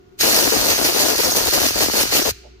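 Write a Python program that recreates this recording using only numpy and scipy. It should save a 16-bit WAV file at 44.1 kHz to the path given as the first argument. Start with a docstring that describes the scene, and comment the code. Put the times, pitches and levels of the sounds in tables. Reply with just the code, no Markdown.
"""Heard first: a droning workshop; then a blow gun hisses over holes in a metal part, louder on each strike.
The jet is patchy noise with hole rings, short whistles and a room tail; brightness moves with the strike.
Air thrown back buffets the left microphone port in gusts of short filtered thumps, over a low wind rumble.
The valve shuts with a low thud; the shop is left with a hum and a soft puff, stronger on the right port."""
import sys
import numpy as np
from scipy import signal
from scipy.io import wavfile
from scipy.ndimage import uniform_filter1d

SR = 44100
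rng = np.random.default_rng(int(sys.argv[2]) if len(sys.argv) > 2 else 0)


def store_pcm(level_fs):
    """Save levels as 16-bit WAV."""
    pcm = np.round(np.clip(level_fs, -1, 1) * 32767).astype(np.int16)
    wavfile.write(sys.argv[1], SR, np.atleast_2d(pcm).T)


N = 114660
T = np.arange(N) / SR  # s

# machinery noise of the shop, relative density: f/Hz, level/dB
SHOP = [(30, -19), (136, -22.5), (185, -25), (328, -23), (374, -13), (450, -26), (511, -36), (1410, -37.5),
        (1600, -41), (6530, -50.5), (9390, -71), (15000, -59)]
# likeness of the shop noise at the two ports: f/Hz, correlation/-1 to 1
SHOP_SAME = [(60, 0.57), (130, 1), (290, 0.024), (640, -0.57), (1400, -0.46), (3000, .01)]
# fuzzy drone lines: f/Hz, width/Hz, level/dB
DRONE = [(368, 14, -60.5), (414, 9.6, -62.5)]
# steady motor tones: f/Hz, level/dB
TONES = [(378, -57.5), (720, -70), (1437, -75)]
SHOP_DB, SHOP_AFTER_DB = -50, -1  # noise level, and the change of noise and drone after the blast
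LATE_DRONE_S, LATE_DRONE_HZ, LATE_DRONE_DB = 2.572, 430, -55.5  # a higher drone swells near the end
LATE_DIP = 0.62  # share of the other drone lost at the peak of that swell
HUM_HZ, HUM_DB, HUM_WAVER = 59.4, -47, 0.22  # waver: noise amplitude against the hum

# low wind before the port offsets: t/s, level/dB
RUMBLE = [(0.21, -45.5), (0.44, -43), (0.46, -39), (0.54, -50), (0.58, -31), (0.7, -44), (0.74, -36),
          (0.76, -47), (0.8, -38), (0.96, -51), (0.98, -44.5), (1.23, -46.5), (1.29, -31), (1.31, -43),
          (1.46, -37.5), (1.48, -33.5), (1.52, -46), (1.62, -38), (1.65, -43.5), (1.9, -37.5), (1.93, -47),
          (1.95, -40), (2.29, -43), (2.31, -35.5)]
# offset of the wind at the left and right port: level/dB
RUMBLE_PORTS_DB = [4.5, -0.5]
RUMBLE_HZ, RUMBLE_WIDTH_HZ, RUMBLE_LUMP_DB = 72.3, 96, 1.5
RUMBLE_SHARED = 0.8  # amplitude of the common wind against each port's own

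# resonances in the last puff: f/Hz, width/Hz, relative level/dB
PUFF_RINGS = [(470, 110, -6), (570, 110, -4), (680, 110, -6), (850, 140, -11)]
# swell of the puff at the left and right port: level/dB
PUFF_PORTS_DB = [-50, -43]
PUFF_S, PUFF_WIDTH_S = 2.463, 0.016

# decay of the room's tail: f/Hz, T60/s
ROOM = [(300, 0.46), (900, 0.425), (1500, 1.1), (3000, 1.0), (5000, 0.82), (7500, 0.65), (11000, 0.39),
        (15000, 0.36)]
ROOM_DB = -23.5

# the trigger opens: t/s, level/dB
OPENING = [(.17, -62.5), (.186, -33), (.19, -20.5), (.2, -11.5), (.211, -0.5)]
SHUT_S, FALL_DB_PER_S = 2.308, 1595
SHUT_THUD_S, SHUT_THUD_HZ, SHUT_THUD_T60_S, SHUT_THUD_DB = 2.3145, 94, 0.06, -24.5

# a hole whistles briefly as the jet crosses its edge: t/s, relative level/dB
WHISTLES = [(.213, -18.5), (1.25, -20), (1.309, -28), (1.322, -19)]
# the whistling hole's resonances: f/Hz, width/Hz, relative level/dB
HOLE = [(5470, 67, -2), (6520, 150, -0.5)]
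WHISTLE_S = 0.0061  # width of each bell-shaped swell

# gusts on the left port, before trims: start/s, length/s, level/dB
GUSTS = [(0.207, 0.004, -28.5), (0.233, 0.04, -18), (0.278, 0.039, -19), (0.328, 0.035, -18.5),
         (0.366, 0.039, -16.5), (0.409, 0.033, -19), (0.451, 0.029, -17.5), (0.489, 0.009, -21),
         (0.521, 0.048, -17), (0.573, 0.061, -20), (0.643, 0.031, -18.0), (0.68, 0.057, -18.7),
         (0.747, 0.004, -26), (0.761, 0.003, -26), (0.781, 0.02, -20), (0.813, 0.022, -19),
         (0.844, 0.036, -19.5), (0.887, 0.026, -19.5), (0.924, 0.003, -24), (0.932, 0.003, -26),
         (0.946, 0.02, -17.5), (0.971, 0.012, -21), (0.988, 0.004, -22), (0.997, 0.045, -19),
         (1.047, 0.028, -19.5), (1.083, 0.038, -17.6), (1.126, 0.012, -20), (1.148, 0.004, -23),
         (1.154, 0.004, -19), (1.184, 0.023, -18.5), (1.235, 0.029, -20.5), (1.269, 0.03, -21),
         (1.319, 0.009, -16), (1.337, 0.003, -26), (1.351, 0.042, -19.7), (1.401, 0.044, -18),
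         (1.46, 0.032, -20), (1.526, 0.025, -20.5), (1.555, 0.036, -19.5), (1.604, 0.008, -22),
         (1.617, 0.004, -20), (1.629, 0.036, -19), (1.685, 0.003, -26.5), (1.707, 0.003, -25),
         (1.758, 0.026, -20), (1.791, 0.004, -19.5), (1.805, 0.047, -19.2), (1.861, 0.004, -23.5),
         (1.885, 0.005, -18), (1.899, 0.004, -17.5), (1.936, 0.008, -18.5), (1.952, 0.009, -18),
         (1.968, 0.003, -24.2), (1.973, 0.052, -20.5), (2.034, 0.005, -17.5), (2.054, 0.004, -21),
         (2.124, 0.04, -20.1), (2.166, 0.038, -19.0), (2.216, 0.009, -21.5), (2.253, 0.014, -19),
         (2.273, 0.019, -18.5)]
# short gusts that reach the right port, before the trim: t/s, level/dB
RIGHT_GUSTS = [(0.211, -38), (0.374, -32), (0.612, -24), (0.715, -29), (0.85, -21), (1.005, -20),
               (1.287, -23), (1.374, -17.5), (1.409, -37), (1.54, -44), (1.647, -24.5), (1.825, -33),
               (2.011, -23), (2.155, -18), (2.197, -24)]
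# upper limits of the three thump sounds: f/Hz
THUMP_HIGHS_HZ = [440, 570, 806]
THUMP_LOW_HZ, THUMP_SPREAD_DB = 241, 1.5
THUMPS_PER_S, MOST_PER_S, CLUMP_DB = 290, 480, 6.5  # clump: random swing of the rate
LONE_S, LONE_DB = 0.0065, 4.5  # shorter gusts are one thump, lifted by this much
GUST_TRIM_DB, LULL_DB = 0.09, -37.5  # lull: left level between gusts
# the air in the left port flaps at a pitch that wanders (spread of its natural log)
FLAP_HZ, FLAP_WANDER, FLAP_WIDTH_HZ, FLAP_SHARE = 463, 0.32, 178, 0.28
STOP = 0.5  # limit of the diaphragm's travel, in sample value
LEAK_DB = -28  # left thumps reach the right port inverted
RIGHT_GUST_S, RIGHT_GUST_HZ, RIGHT_GUST_BAND_HZ, RIGHT_GUST_TRIM_DB = 0.0046, 392.4, 540, -2

# how hard the jet strikes the part, before each band's share: t/s, level/dB
STRIKE = [(0.21, -17.5), (0.27, -19.5), (0.4, -19), (0.42, -21), (0.64, -23), (0.71, -18.5), (0.76, -24.5),
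          (0.78, -22.5), (0.81, -25), (0.86, -17.5), (0.92, -25), (1.0, -18.5), (1.07, -22.5),
          (1.11, -20.5), (1.14, -27), (1.21, -19.5), (1.22, -20.5), (1.25, -21.5), (1.29, -22.5),
          (1.32, -22), (1.35, -25), (1.37, -18), (1.42, -24.5), (1.47, -21.5), (1.52, -25), (1.54, -18),
          (1.59, -23.5), (1.67, -20), (1.73, -29.5), (1.83, -18.5), (1.89, -28), (2.02, -18), (2.05, -26.5),
          (2.1, -29), (2.13, -21.5), (2.17, -17.5), (2.24, -28), (2.27, -23.5), (2.31, -24.5)]
# how much of the strike's dB change each band follows: f/Hz, factor
FOLLOWS = [(200, 1.36), (1000, 0.36), (2200, 1.06), (5000, 0.83), (12000, 1.12)]
# bass of the jet at the left port, relative density: f/Hz, level/dB
BASS_LEFT = [(60, -19), (250, -8.5), (900, -12)]
# bass of the jet at the right port, relative density: f/Hz, level/dB
BASS_RIGHT = [(60, -32), (170, -6), (690, -8.5)]
# jet colour at the left port, relative density: f/Hz, level/dB
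JET_LEFT = [(1378, -1.9), (2153, -4.5), (2842, -1.9), (3359, -5.1), (4221, 0.3), (5771, -2.9), (6374, -0.9),
            (7235, -3.1), (7838, -6.9), (8269, -5.0), (9561, -9.9), (12662, -5.0), (15418, -4.6)]
# jet colour at the right port, with its cancellations: f/Hz, level/dB
JET_RIGHT = [(1120, -13.6), (1378, -7.4), (1637, -7.2), (1895, -3.0), (2153, -5.7), (2498, -3.0),
             (2929, -4.8), (3273, -9.8), (4393, 5.0), (5943, -1.2), (6374, 0.8), (7407, -10.2),
             (7752, -22.7), (8441, -8.7), (9647, -10.8), (10594, -4.7), (12059, -3.7), (12489, -7.6),
             (13609, -9.9), (15418, -6.3)]
# likeness of the jet at the two ports: f/Hz, correlation/0 to 1
SAME = [(1034, 0.2), (2498, 0.64), (2929, 0.49), (3359, 0.06), (4134, 0.79), (5943, 0.21), (6288, 0.5),
        (7838, 0.08), (8269, 0.29), (8958, 0.15), (9500, 0)]
# the right port's phase: f/Hz, phase/rad
TURN = [(1120, -2.6), (1500, -1.7), (2300, -3.1), (3200, -4.1), (3500, -9.0), (4200, -9.5), (5500, -12.3),
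        (7400, -15.7)]
# the holes' air resonances, swelling and fading as the nozzle moves: f/Hz, width/Hz, mean lift/dB
HOLE_RINGS = [(4400, 67, 2), (5650, 140, 2.5), (6210, 144, 2.5), (7240, 160, 3), (8270, 390, 2)]
# extra level at the centre of the middle band: t/s, level/dB
MIDDLE = [(.2, 2.5), (.4, -2), (.56, 1.5), (.65, -0.5), (.76, 2), (.86, -0.5), (.95, 2.5), (1.01, -2),
          (1.08, 1.5), (1.17, 1.5), (1.26, -1), (1.33, -5), (1.41, 0), (1.51, 0), (1.65, 1.5), (1.73, 1),
          (1.85, 1), (1.99, 1.5), (2.09, 3), (2.28, 2)]
STRIKE_MEAN_DB, JET_DB = -23, -15.5
MIDDLE_HZ, MIDDLE_OCTAVES = 2560, 0.42
RING_SWELL = 0.78  # random spread of each lift, as a share of it

BASS_CUT_HZ, EDGE_HZ = 32, 15520  # limits of the microphone's band


def gain_of(db):
    """Amplitude factor of a level in dB."""
    return 10 ** (np.asarray(db) / 20)


def evened(x):
    """Scale to an RMS of 1."""
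    return x / np.sqrt(np.mean(x ** 2) + 1e-20)


def over_time(points, t):
    """Straight lines between (time, value) points."""
    return np.interp(t, *np.transpose(points))


def read(points, hz):
    """Straight lines between (frequency, value) points on a log frequency axis."""
    f, value = np.transpose(points)
    return np.interp(np.log(hz + 1), np.log(f + 1), value)


def wander(count, span):
    """Smooth chance of RMS 1; span is the length of each smoothing pass."""
    once = uniform_filter1d(rng.standard_normal(count), span)
    return evened(uniform_filter1d(once, span))


def fuzzy(hz, width_hz):
    """Noise in one steep resonance, RMS 1: low-passed complex noise turned up to its pitch."""
    r = np.exp(-np.pi * width_hz / SR)
    noise = rng.standard_normal(N) + 1j * rng.standard_normal(N)
    low = signal.lfilter([1], np.poly([r, r]), noise)
    return evened((low * np.exp(2j * np.pi * hz * T)).real)


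def bumps(rows, width_s):
    """Bell-shaped swells at (time, level in dB)."""
    return sum(gain_of(db) * np.exp(-.5 * ((T - s) / width_s) ** 2) for s, db in rows)


def pair(size, same, field_db):
    """Two partly alike noises from random short-time spectra, shaped over frequency and time."""
    hop = size // 4
    hz = np.fft.rfftfreq(size, 1 / SR)
    t = np.arange(N // hop + 5) * hop / SR
    a, b, c, d = rng.standard_normal((len(t), len(hz), 4)).T
    alike = same(hz)[:, None]
    left, own = a + 1j * b, c + 1j * d
    right = alike * left + np.sqrt(1 - abs(alike) ** 2) * own
    z = np.array([left, right]) * gain_of(field_db(hz, t))
    return evened(signal.istft(z, nperseg=size, noverlap=size - hop)[1][:, :N])


def valve():
    """The trigger opens and shuts: the gain of the air flow."""
    return gain_of(over_time(OPENING, T) + np.minimum(0, FALL_DB_PER_S * (SHUT_S - T)))


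def shop():
    """Machinery noise, fuzzy drone lines and motor tones; after the blast a hum sets in."""
    after = np.clip((T - SHUT_S) / 0.022, 0, 1)
    bed = gain_of(SHOP_DB) * pair(size=2048, same=lambda hz: np.clip(read(SHOP_SAME, hz), -1, 1),
                                  field_db=lambda hz, t: read(SHOP, hz)[:, None])
    drone = np.array([sum(gain_of(db) * fuzzy(hz, width) for hz, width, db in DRONE) for port in "LR"])
    drone = drone + sum(gain_of(db) * np.sqrt(2) * np.sin(2 * np.pi * hz * T) for hz, db in TONES)
    late = bumps([(LATE_DRONE_S, 0)], 0.02)
    late_tone = gain_of(LATE_DRONE_DB) * late * np.sin(2 * np.pi * LATE_DRONE_HZ * T)
    drone = drone * (1 - LATE_DIP * late) + late_tone
    hum = np.sqrt(2) * np.sin(2 * np.pi * HUM_HZ * T) + HUM_WAVER * fuzzy(HUM_HZ, 30)
    return (bed + drone) * gain_of(SHOP_AFTER_DB * after) + gain_of(HUM_DB) * after * hum


def room(x):
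    """Reverberation as a noise tail, each band dying at its own speed."""
    hz, t, z = signal.stft(rng.standard_normal((2, SR)), SR, nperseg=256)
    decay = gain_of(-60 * t / read(ROOM, hz)[:, None])
    tail = signal.istft(z * decay, SR, nperseg=256)[1]
    return signal.fftconvolve(x, tail / np.linalg.norm(tail[0]), axes=1)[:, :N]


def puff():
    """A last soft puff of air: resonant noise in a short swell, stronger on the right port."""
    def port(port_db):
        air = sum(gain_of(db) * fuzzy(hz, width) for hz, width, db in PUFF_RINGS)
        return bumps([(PUFF_S, port_db)], PUFF_WIDTH_S) * air
    return np.array([port(db) for db in PUFF_PORTS_DB])


def rumble():
    """Lumpy low wind: low resonant noise, partly shared by the two ports."""
    level_db = over_time(RUMBLE, T)
    both = fuzzy(RUMBLE_HZ, RUMBLE_WIDTH_HZ)

    def port(port_db):
        lumps_db = RUMBLE_LUMP_DB * wander(count=N, span=700)
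        wind = evened(fuzzy(RUMBLE_HZ, RUMBLE_WIDTH_HZ) + RUMBLE_SHARED * both)
        return gain_of(port_db + level_db + lumps_db) * wind
    return valve() * np.array([port(db) for db in RUMBLE_PORTS_DB])


def shut_thud():
    """The pressure drop when the valve shuts: a decaying low sine that starts downwards."""
    t = np.maximum(T - SHUT_THUD_S, 0)
    return -gain_of(SHUT_THUD_DB - 60 * t / SHUT_THUD_T60_S) * np.sin(2 * np.pi * SHUT_THUD_HZ * t)


def gust_kicks():
    """Uneven pushes and pulls on the left diaphragm, with the gust level that drives them."""
    level, first, lone = gain_of(LULL_DB) * valve(), np.zeros(N), np.zeros(N)
    for start, length, db in GUSTS:
        inside = (T >= start) & (T < start + length)
        level[inside] = gain_of(db + GUST_TRIM_DB + LONE_DB * (length < LONE_S))
        lone[inside] = length < LONE_S
        first[int(start * SR) + 2] = 1
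    rate = np.minimum(MOST_PER_S, THUMPS_PER_S * gain_of(CLUMP_DB * wander(count=N, span=150)))
    turns = np.cumsum(rate) / SR  # one kick each time this passes a whole number
    more = (1 - lone) * (np.diff(np.floor(turns), prepend=0) > 0)
    kicks = np.maximum(first, more) * rng.choice([-1, 1], N)
    return kicks * gain_of(THUMP_SPREAD_DB * rng.standard_normal(N)), level


def dull_thumps(kicks, level, cut):
    """Band-limited thumps, each kick drawing one of three upper limits."""
    kind, thumps = rng.integers(0, len(THUMP_HIGHS_HZ), N), 0
    for k, hz in enumerate(THUMP_HIGHS_HZ):
        sos = np.vstack([cut, signal.butter(2, hz, fs=SR, output="sos")])
        steady = np.std(signal.sosfilt(sos, kicks))  # reference: kicks without gust levels
        thumps = thumps + signal.sosfilt(sos, kicks * level * (kind == k)) / steady
    return thumps


def flap(kicks, level, cut):
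    """Air in the left port as a damped resonance that rings at a gliding pitch."""
    pitch = FLAP_HZ * np.exp(FLAP_WANDER * wander(count=N, span=300))
    turn = np.exp(2j * np.pi * np.cumsum(pitch) / SR)
    r = np.exp(-np.pi * FLAP_WIDTH_HZ / SR)

    def ring(x):
        return signal.sosfilt(cut, (turn * signal.lfilter([1], [1, -r], x / turn)).real)
    return ring(kicks * level) / np.std(ring(kicks))


def buffeting():
    """Thrown-back air kicks the left diaphragm up to its stop; separate short gusts reach the right."""
    kicks, level = gust_kicks()
    cut = signal.butter(5, THUMP_LOW_HZ, "high", fs=SR, output="sos")
    thumps = np.sqrt(1 - FLAP_SHARE) * dull_thumps(kicks, level, cut)
    thumps = thumps + np.sqrt(FLAP_SHARE) * flap(kicks, level, cut)
    thumps = STOP * np.tanh(thumps / STOP)  # the diaphragm's travel is limited
    right = bumps(RIGHT_GUSTS, RIGHT_GUST_S) * fuzzy(RIGHT_GUST_HZ, RIGHT_GUST_BAND_HZ)
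    return np.array([thumps, gain_of(RIGHT_GUST_TRIM_DB) * right - gain_of(LEAK_DB) * thumps])


def whistles():
    """Breathy tones of the hole: narrow resonant noise in short swells, louder on the right."""
    tone = sum(gain_of(db) * fuzzy(hz, width) for hz, width, db in HOLE)
    return gain_of([[-3], [.1]]) * bumps(WHISTLES, WHISTLE_S) * tone


def jet(patchy_db=1.1, flicker_db=1.25):
    """Turbulent hiss: port colour, strike, hole rings, drifting patches and a flicker shared by all bands."""
    def field_db(hz, t):
        patches = rng.standard_normal((len(t), len(hz))).T
        patches = uniform_filter1d(patches, size=7, axis=0)
        patches = evened(uniform_filter1d(patches, size=8, axis=1))
        strike = read(FOLLOWS, hz)[:, None] * (over_time(STRIKE, t) - STRIKE_MEAN_DB)
        colour = np.array([read(BASS_LEFT + JET_LEFT, hz), read(BASS_RIGHT + JET_RIGHT, hz)])[..., None]
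        rings = 0
        for f, width, db in HOLE_RINGS:
            peak = 1 / (1 + (2 * (hz - f) / width) ** 2)
            rings = rings + db * np.outer(peak, 1 + RING_SWELL * wander(count=len(t), span=12))
        band = np.exp(-.5 * (np.log2((hz + 1) / MIDDLE_HZ) / MIDDLE_OCTAVES) ** 2)
        middle = np.outer(band, over_time(MIDDLE, t))
        return colour + rings + middle + strike + patchy_db * patches

    def same(hz):
        return np.clip(read(SAME, hz), 0, 1) * np.exp(1j * read(TURN, hz))
    hiss = pair(size=512, same=same, field_db=field_db)
    return gain_of(JET_DB + flicker_db * wander(count=N, span=60)) * hiss * valve()


def scene():
    """The shop, the wind and the buffeted ports around the jet; only jet and whistles excite the room."""
    hiss = jet() + whistles()
    background = shop() + gain_of(ROOM_DB) * room(hiss) + puff()
    return background + rumble() + shut_thud() + buffeting() + hiss


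def record(dry):
    """The microphone's bass cut, then the band limit."""
    cut = signal.sosfilt(signal.butter(2, BASS_CUT_HZ, "high", fs=SR, output="sos"), dry)
    band_limit = signal.firwin(1501, EDGE_HZ, window=("kaiser", 9), fs=SR)
    return signal.oaconvolve(cut, band_limit[None], "same")


dry = scene()
out = record(dry)
store_pcm(out)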